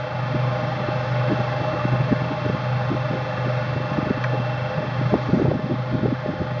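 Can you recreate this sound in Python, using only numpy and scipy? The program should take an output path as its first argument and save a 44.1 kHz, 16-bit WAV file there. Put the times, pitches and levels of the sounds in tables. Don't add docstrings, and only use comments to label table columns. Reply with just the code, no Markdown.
import sys
import numpy as np
from scipy import signal
from scipy.fft import rfft, irfft
from scipy.io import wavfile
from scipy.ndimage import uniform_filter1d

SR = 44100
rng = np.random.default_rng(int(sys.argv[2]) if len(sys.argv) > 2 else 0)


def makeup_ratio(level_db):
    decades = np.asarray(level_db, float) / 20
    return 10 ** decades


def generate_wav(signal):
    frames = np.transpose(np.atleast_2d(signal))
    scaled = np.clip(frames, -1, 1) * 32767
    pcm = np.round(scaled).astype(np.int16)
    wavfile.write(sys.argv[1], SR, pcm)


N = 291060
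SHAFT_HZ = 24.871
IN_STEP_S = 0.44
FLICKER_DB = 0.6

HUM_HZ = [124.36, 123.08, 126.97, 128.32, 148.0, 149.2]
HUM_LEVEL_DB = [-28.5, -34.5, -40.5, -49, -43.5, -40.5]
LOW_TONE_HZ = [298.46, 299.93, 517.2, 572, 590.46, 596.52, 599.84, 621.83, 624.74, 796.46, 846.21, 871.06,
               895.6, 920.82]
LOW_TONE_LEVEL_DB = [-51, -52, -45, -51, -48, -42, -43, -46, -44, -52, -43, -47, -56, -53]
# time_s, level_db
NEARNESS = [(0, -35), (0.35, -32.5), (1.2, -31.5), (1.9, -32), (2.3, -33), (5.1, -33.5), (5.55, -37),
            (5.8, -36), (6.6, -36)]
# pitch_hz, level_db (per Hz)
WHIRR_COLOUR = [(30, -32.5), (80, -17.5), (140, -6.5), (300, -24.5), (450, -27.5), (700, -30), (950, -30),
                (1200, -23), (2100, -27), (2700, -30.5), (4500, -40), (5600, -46.5), (6600, -54.5),
                (7400, -68), (8500, -110)]
# pitch_hz; then width_hz, boost_db
HOUSING_HZ = [517, 615, 760, 812, 1065, 1160, 1220, 1330, 1410, 1450, 1580, 1715, 1745, 1895, 2090, 2300]
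HOUSING_MODES = [(13.9, 23.5), (13.5, 27), (10, 5.5), (44.3, 20), (35, 13), (30, 6.5), (50, 6), (25, 4),
                 (20, 2.5), (49, 7), (17.7, 6), (25, 4), (15, 11), (26, 6.5), (40, 4.5), (60, -3.5)]
# time_s, level_db
WHIRR_TREBLE = [(0, -1), (1.499, 0.5), (3.4, 1), (4.901, -1.5), (5.4, 5.5), (5.55, -0.5), (6.6, -1)]
# pitch_hz, level_db (rms of each tone)
WHINE_COLOUR = [(2300, -82), (2550, -73), (2760, -66), (2880, -73), (2990, -67), (3300, -69), (3800, -74),
                (4300, -71), (5000, -78), (5500, -80), (6200, -86), (7000, -99), (7400, -110)]
# order (multiple of the shaft rate), level_db (rms)
STRONG_ORDERS = [(107, -54), (108, -50), (109, -58), (111, -62), (123, -61), (124, -63), (126, -60),
                 (129, -57), (130, -61), (133, -63), (137, -61), (138, -60), (139, -62), (140, -64),
                 (143, -65), (145, -63), (153, -65), (164, -68), (171, -66), (172, -65), (192, -67),
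                 (208, -69), (209, -71), (210, -70)]
# time_s, level_db
WHISTLE_SWELL = [(0.0, -57), (0.35, -51.5), (1.0, -52), (1.7, -50), (3.2, -54), (3.4, -50.5), (4.65, -49.5),
                 (5.6, -60), (6.6, -62)]
# start_s, level_db (peak)
TICKS = [(4.2394, -11)]
# pitch_hz, level_db, t60_s (time to fall 60 dB)
TICK_MODES = [(1060, -4.5, 0.025), (1400, -6, 0.022), (1606, 3, .025), (1850, -2.5, 0.028),
              (2290, -3.5, 0.016), (5850, -13, .04)]
# middle_s, level_db (highest short-term rms), pitch_hz, nominal length_ms
THUMPS = [(0.353, -20, 234, 16), (0.477, -28, 230, 6), (0.634, -31, 239, 13), (0.808, -26, 260, 30),
          (0.889, -20.5, 270, 3.5), (1.321, -17, 270, 53), (1.4, -26.5, 265, 16), (1.618, -22.5, 249, 25),
          (1.741, -25.5, 248, 18), (1.93, -22, 218, 23), (2.127, -11.5, 250, 14), (2.319, -23, 259, 18),
          (2.463, -21.5, 255, 11), (2.499, -16.5, 308, 5.9), (2.92, -18, 243, 35), (2.949, -21.5, 248, 9.2),
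          (3.111, -21.5, 217, 7), (3.142, -24.5, 300, 24), (3.383, -26, 198, 9.8), (3.471, -25, 271, 24),
          (3.763, -26, 265, 12), (3.805, -27, 333, 14), (3.987, -15.5, 214, 7.1), (4.067, -21.5, 230, 11),
          (4.107, -13, 236, 8.1), (4.175, -23.5, 200, 11), (4.346, -25.5, 320, 31),
          (4.406, -20.5, 250, 8.9), (4.847, -27, 260, 53), (5.014, -20.5, 230, 3), (5.131, -16, 240, 8.8),
          (5.141, -12.5, 407, 5.3), (5.153, -15.5, 230, 22), (5.296, -20, 253, 11), (5.343, -16, 264, 10),
          (5.373, -16.5, 250, 15), (5.399, -19, 320, 27), (5.419, -14, 330, 8.9), (5.456, -19, 394, 11),
          (5.485, -14, 224, 10), (5.517, -18, 372, 14), (5.553, -20, 230, 16), (5.637, -25, 208, 14),
          (5.714, -19, 254, 26), (5.741, -22.5, 236, 20), (5.944, -18, 231, 45), (5.992, -27, 240, 13),
          (6.034, -18, 258, 7.9), (6.058, -16.5, 322, 9.5), (6.085, -21.5, 270, 8.6),
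          (6.126, -16.5, 235, 18), (6.262, -22, 312, 3.8), (6.297, -20.5, 220, 25),
          (6.417, -17.5, 227, 7.2)]
# time_s, level_db
GUST_LEVEL = [(0.0, -46), (0.5, -38), (1.05, -48), (1.3, -38), (1.7, -32.5), (1.97, -31.5), (2.6, -33.5),
              (3.05, -52), (3.95, -34.5), (4.5, -49.5), (4.95, -27.5), (5.2, -34), (5.4, -23),
              (5.53, -26.5), (5.7, -36), (6.05, -24.5), (6.2, -40), (6.36, -25), (6.6, -35.5)]
# pitch_hz, level_db (per Hz)
GUST_COLOUR = [(20, -37.5), (60, -14), (140, 6), (225, -2), (400, -12), (600, -18.5), (900, -33),
               (1500, -47.5), (3000, -90)]


def evened(x):
    return x / np.sqrt(np.mean(x ** 2) + 1e-20)


def read_colour(points, hz):
    point_hz, value = np.transpose(points)
    return np.interp(np.log(hz + 1), np.log(point_hz + 1), value)


def curve(rows):
    time_s, value = np.transpose(rows)
    return np.interp(np.arange(N) / SR, time_s, value)


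def steady_tones(pitch_hz, level_db, waver, drift_hz):
    side = np.arange(-60, 61)
    skirt = 1 / (1 + (side * SR / N / drift_hz) ** 2)
    real, imag = rng.standard_normal((len(pitch_hz), len(side), 2)).T
    shape = waver * (real + 1j * imag).T * skirt / np.sqrt(2 * np.sum(skirt ** 2))
    shape += (side == 0) * np.exp(2j * np.pi * rng.random((len(pitch_hz), 1)))
    level = makeup_ratio(np.asarray(level_db))[:, None] / np.sqrt(1 + waver ** 2)
    bins = np.round(np.asarray(pitch_hz) * N / SR).astype(int)[:, None] + side
    spectrum = np.zeros(N // 2 + 1, complex)
    np.add.at(spectrum, bins, shape * level)
    return irfft(spectrum, N) * N / np.sqrt(2)


def hum():
    t = np.arange(N) / SR - IN_STEP_S
    return sum(np.sqrt(2) * makeup_ratio(level_db) * np.cos(2 * np.pi * pitch_hz * t)
               for pitch_hz, level_db in zip(HUM_HZ, HUM_LEVEL_DB))


def low_tones():
    return steady_tones(LOW_TONE_HZ, LOW_TONE_LEVEL_DB, waver=0.35, drift_hz=1.5)


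def whirr():
    size, hop = 4096, 1024
    frames, hz = N // hop + 5, np.fft.rfftfreq(size, 1 / SR)
    real, imag, patches = rng.standard_normal((frames, len(hz), 3)).T
    patches = uniform_filter1d(patches, 30, 0)
    patches_db = 1.04 * evened(uniform_filter1d(patches, 6, 1))
    ringing = 1 + sum(makeup_ratio(boost_db) ** 2 / (1 + (2 * (hz - pitch_hz) / width_hz) ** 2)
                      for pitch_hz, (width_hz, boost_db) in zip(HOUSING_HZ, HOUSING_MODES))
    colour_db = read_colour(WHIRR_COLOUR, hz)[:, None]
    spectrum = (real + 1j * imag) * makeup_ratio(colour_db + patches_db) * np.sqrt(ringing)[:, None]
    flicker = evened(uniform_filter1d(rng.standard_normal(frames), size=3))
    treble_db = np.interp(np.arange(frames) * hop / SR, *np.transpose(WHIRR_TREBLE))
    treble_db = treble_db + FLICKER_DB * flicker
    spectrum *= makeup_ratio(treble_db / (1 + (3500 / (hz[:, None] + 1)) ** 4))
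    noise = signal.istft(spectrum, nperseg=size, noverlap=size - hop)[1][:N]
    pulse = 1 + 0.1 * np.cos(2 * np.pi * SHAFT_HZ * np.arange(N) / SR)
    return makeup_ratio(-28.5) * evened(noise) * pulse


def whine(near_db):
    orders = np.arange(92, 298)
    pitch_hz = orders * SHAFT_HZ
    uneven_db = np.clip(4 * rng.standard_normal(len(orders)), -12, 4)
    level_db = read_colour(WHINE_COLOUR, pitch_hz) + uneven_db
    for order, order_db in STRONG_ORDERS:
        level_db[round(order) - orders[0]] = order_db
    low = orders < 116
    swell_db = curve(WHISTLE_SWELL)
    whistle = steady_tones(pitch_hz[low], level_db[low], waver=0.35, drift_hz=2.5)
    whistle = whistle * makeup_ratio(swell_db - swell_db.mean())
    upper = steady_tones(pitch_hz[~low], level_db[~low], waver=0.55, drift_hz=4)
    return whistle + upper * makeup_ratio(near_db)


def ticks():
    t, out = np.arange(4000) / SR, np.zeros(N + 4000)
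    modes = sum(makeup_ratio(level_db - 60 * t / t60_s) * np.sin(2 * np.pi * pitch_hz * t)
                for pitch_hz, level_db, t60_s in TICK_MODES)
    bounce = signal.sosfilt(signal.butter(4, 2400, fs=SR, output="sos"), modes)
    band = signal.butter(4, [900, 5200], "bandpass", fs=SR, output="sos")
    noises = rng.standard_normal((len(TICKS), len(t)))
    for (start_s, level_db), noise in zip(TICKS, noises):
        crack = 3 * uniform_filter1d(noise, size=7) * makeup_ratio(-60 * t / 0.008)
        tick = modes + crack
        tick[200:] += 1.5 * bounce[:-200]
        tick = signal.sosfilt(band, tick)
        out[round(start_s * SR):][:len(t)] += makeup_ratio(level_db) * tick / abs(tick).max()
    return out[:N]


def thumps():
    half = 2048
    t, out = np.arange(-half, half) / SR, np.zeros(N + 2 * half)
    hz = np.fft.rfftfreq(len(t), 1 / SR) + 1
    noises = rng.standard_normal((len(THUMPS), len(t)))
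    for (middle_s, level_db, pitch_hz, length_ms), noise in zip(THUMPS, noises):
        octaves = np.log2(hz / pitch_hz)
        low_db = np.where(octaves < 0, 1.8 * octaves, -20 * octaves ** 2)
        low = makeup_ratio(low_db) / (1 + (75 / hz) ** 3)
        bright = makeup_ratio(-15 * (octaves - 0.35) ** 2)
        spread = (t / (0.62 * length_ms / 1000)) ** 2
        envelope = np.exp(-spread) + 0.46 * np.exp(-spread / 7)
        swell = irfft(rfft(noise * envelope) * low)
        core = np.sign(noise[0]) * np.roll(irfft(bright * np.exp(1j * noise[1])), half)
        share = 1.3 * (pitch_hz / 350) ** 3
        burst = swell / abs(swell).max() + share * core / abs(core).max()
        burst = burst * np.hanning(len(t))
        power = uniform_filter1d(burst ** 2, 300).max()
        out[round(middle_s * SR):][:len(t)] += makeup_ratio(level_db) * burst / np.sqrt(power)
    return out[half:N + half]


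def gusts():
    lumps = uniform_filter1d(rng.standard_normal(N), 300)
    lumps_db = 7.4 * evened(uniform_filter1d(lumps, 300))
    lumpy_noise = rng.standard_normal(N) * makeup_ratio(lumps_db)
    colour = makeup_ratio(read_colour(GUST_COLOUR, np.fft.rfftfreq(N, 1 / SR)))
    eddies = evened(irfft(rfft(lumpy_noise) * colour, N))
    return eddies * makeup_ratio(curve(GUST_LEVEL))


def scene():
    near_db = curve(NEARNESS)
    near_db = near_db - near_db.mean()
    bass = (hum() + low_tones()) * makeup_ratio(0.91 * near_db)
    machine = bass + whirr() * makeup_ratio(near_db) + whine(near_db)
    mix = machine + ticks() + thumps() + gusts()
    return mix[None]


def roll_off(x):
    return signal.sosfilt(signal.butter(12, 7300, fs=SR, output="sos"), x)


def record(dry):
    hz = np.fft.rfftfreq(N, 1 / SR) + 1e-9
    off = (hz - 2888) / 110
    notch = np.sqrt((off ** 2 + makeup_ratio(-38) ** 2) / (off ** 2 + 1))
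    limits = 1 / np.sqrt((1 + (45 / hz) ** 4) * (1 + (hz / 7600) ** 40))
    filtered = irfft(rfft(dry) * notch * limits, N)
    hiss = makeup_ratio(-100) * rng.standard_normal(dry.shape)
    return roll_off(filtered + hiss)


dry = scene()
out = record(dry)
generate_wav(out)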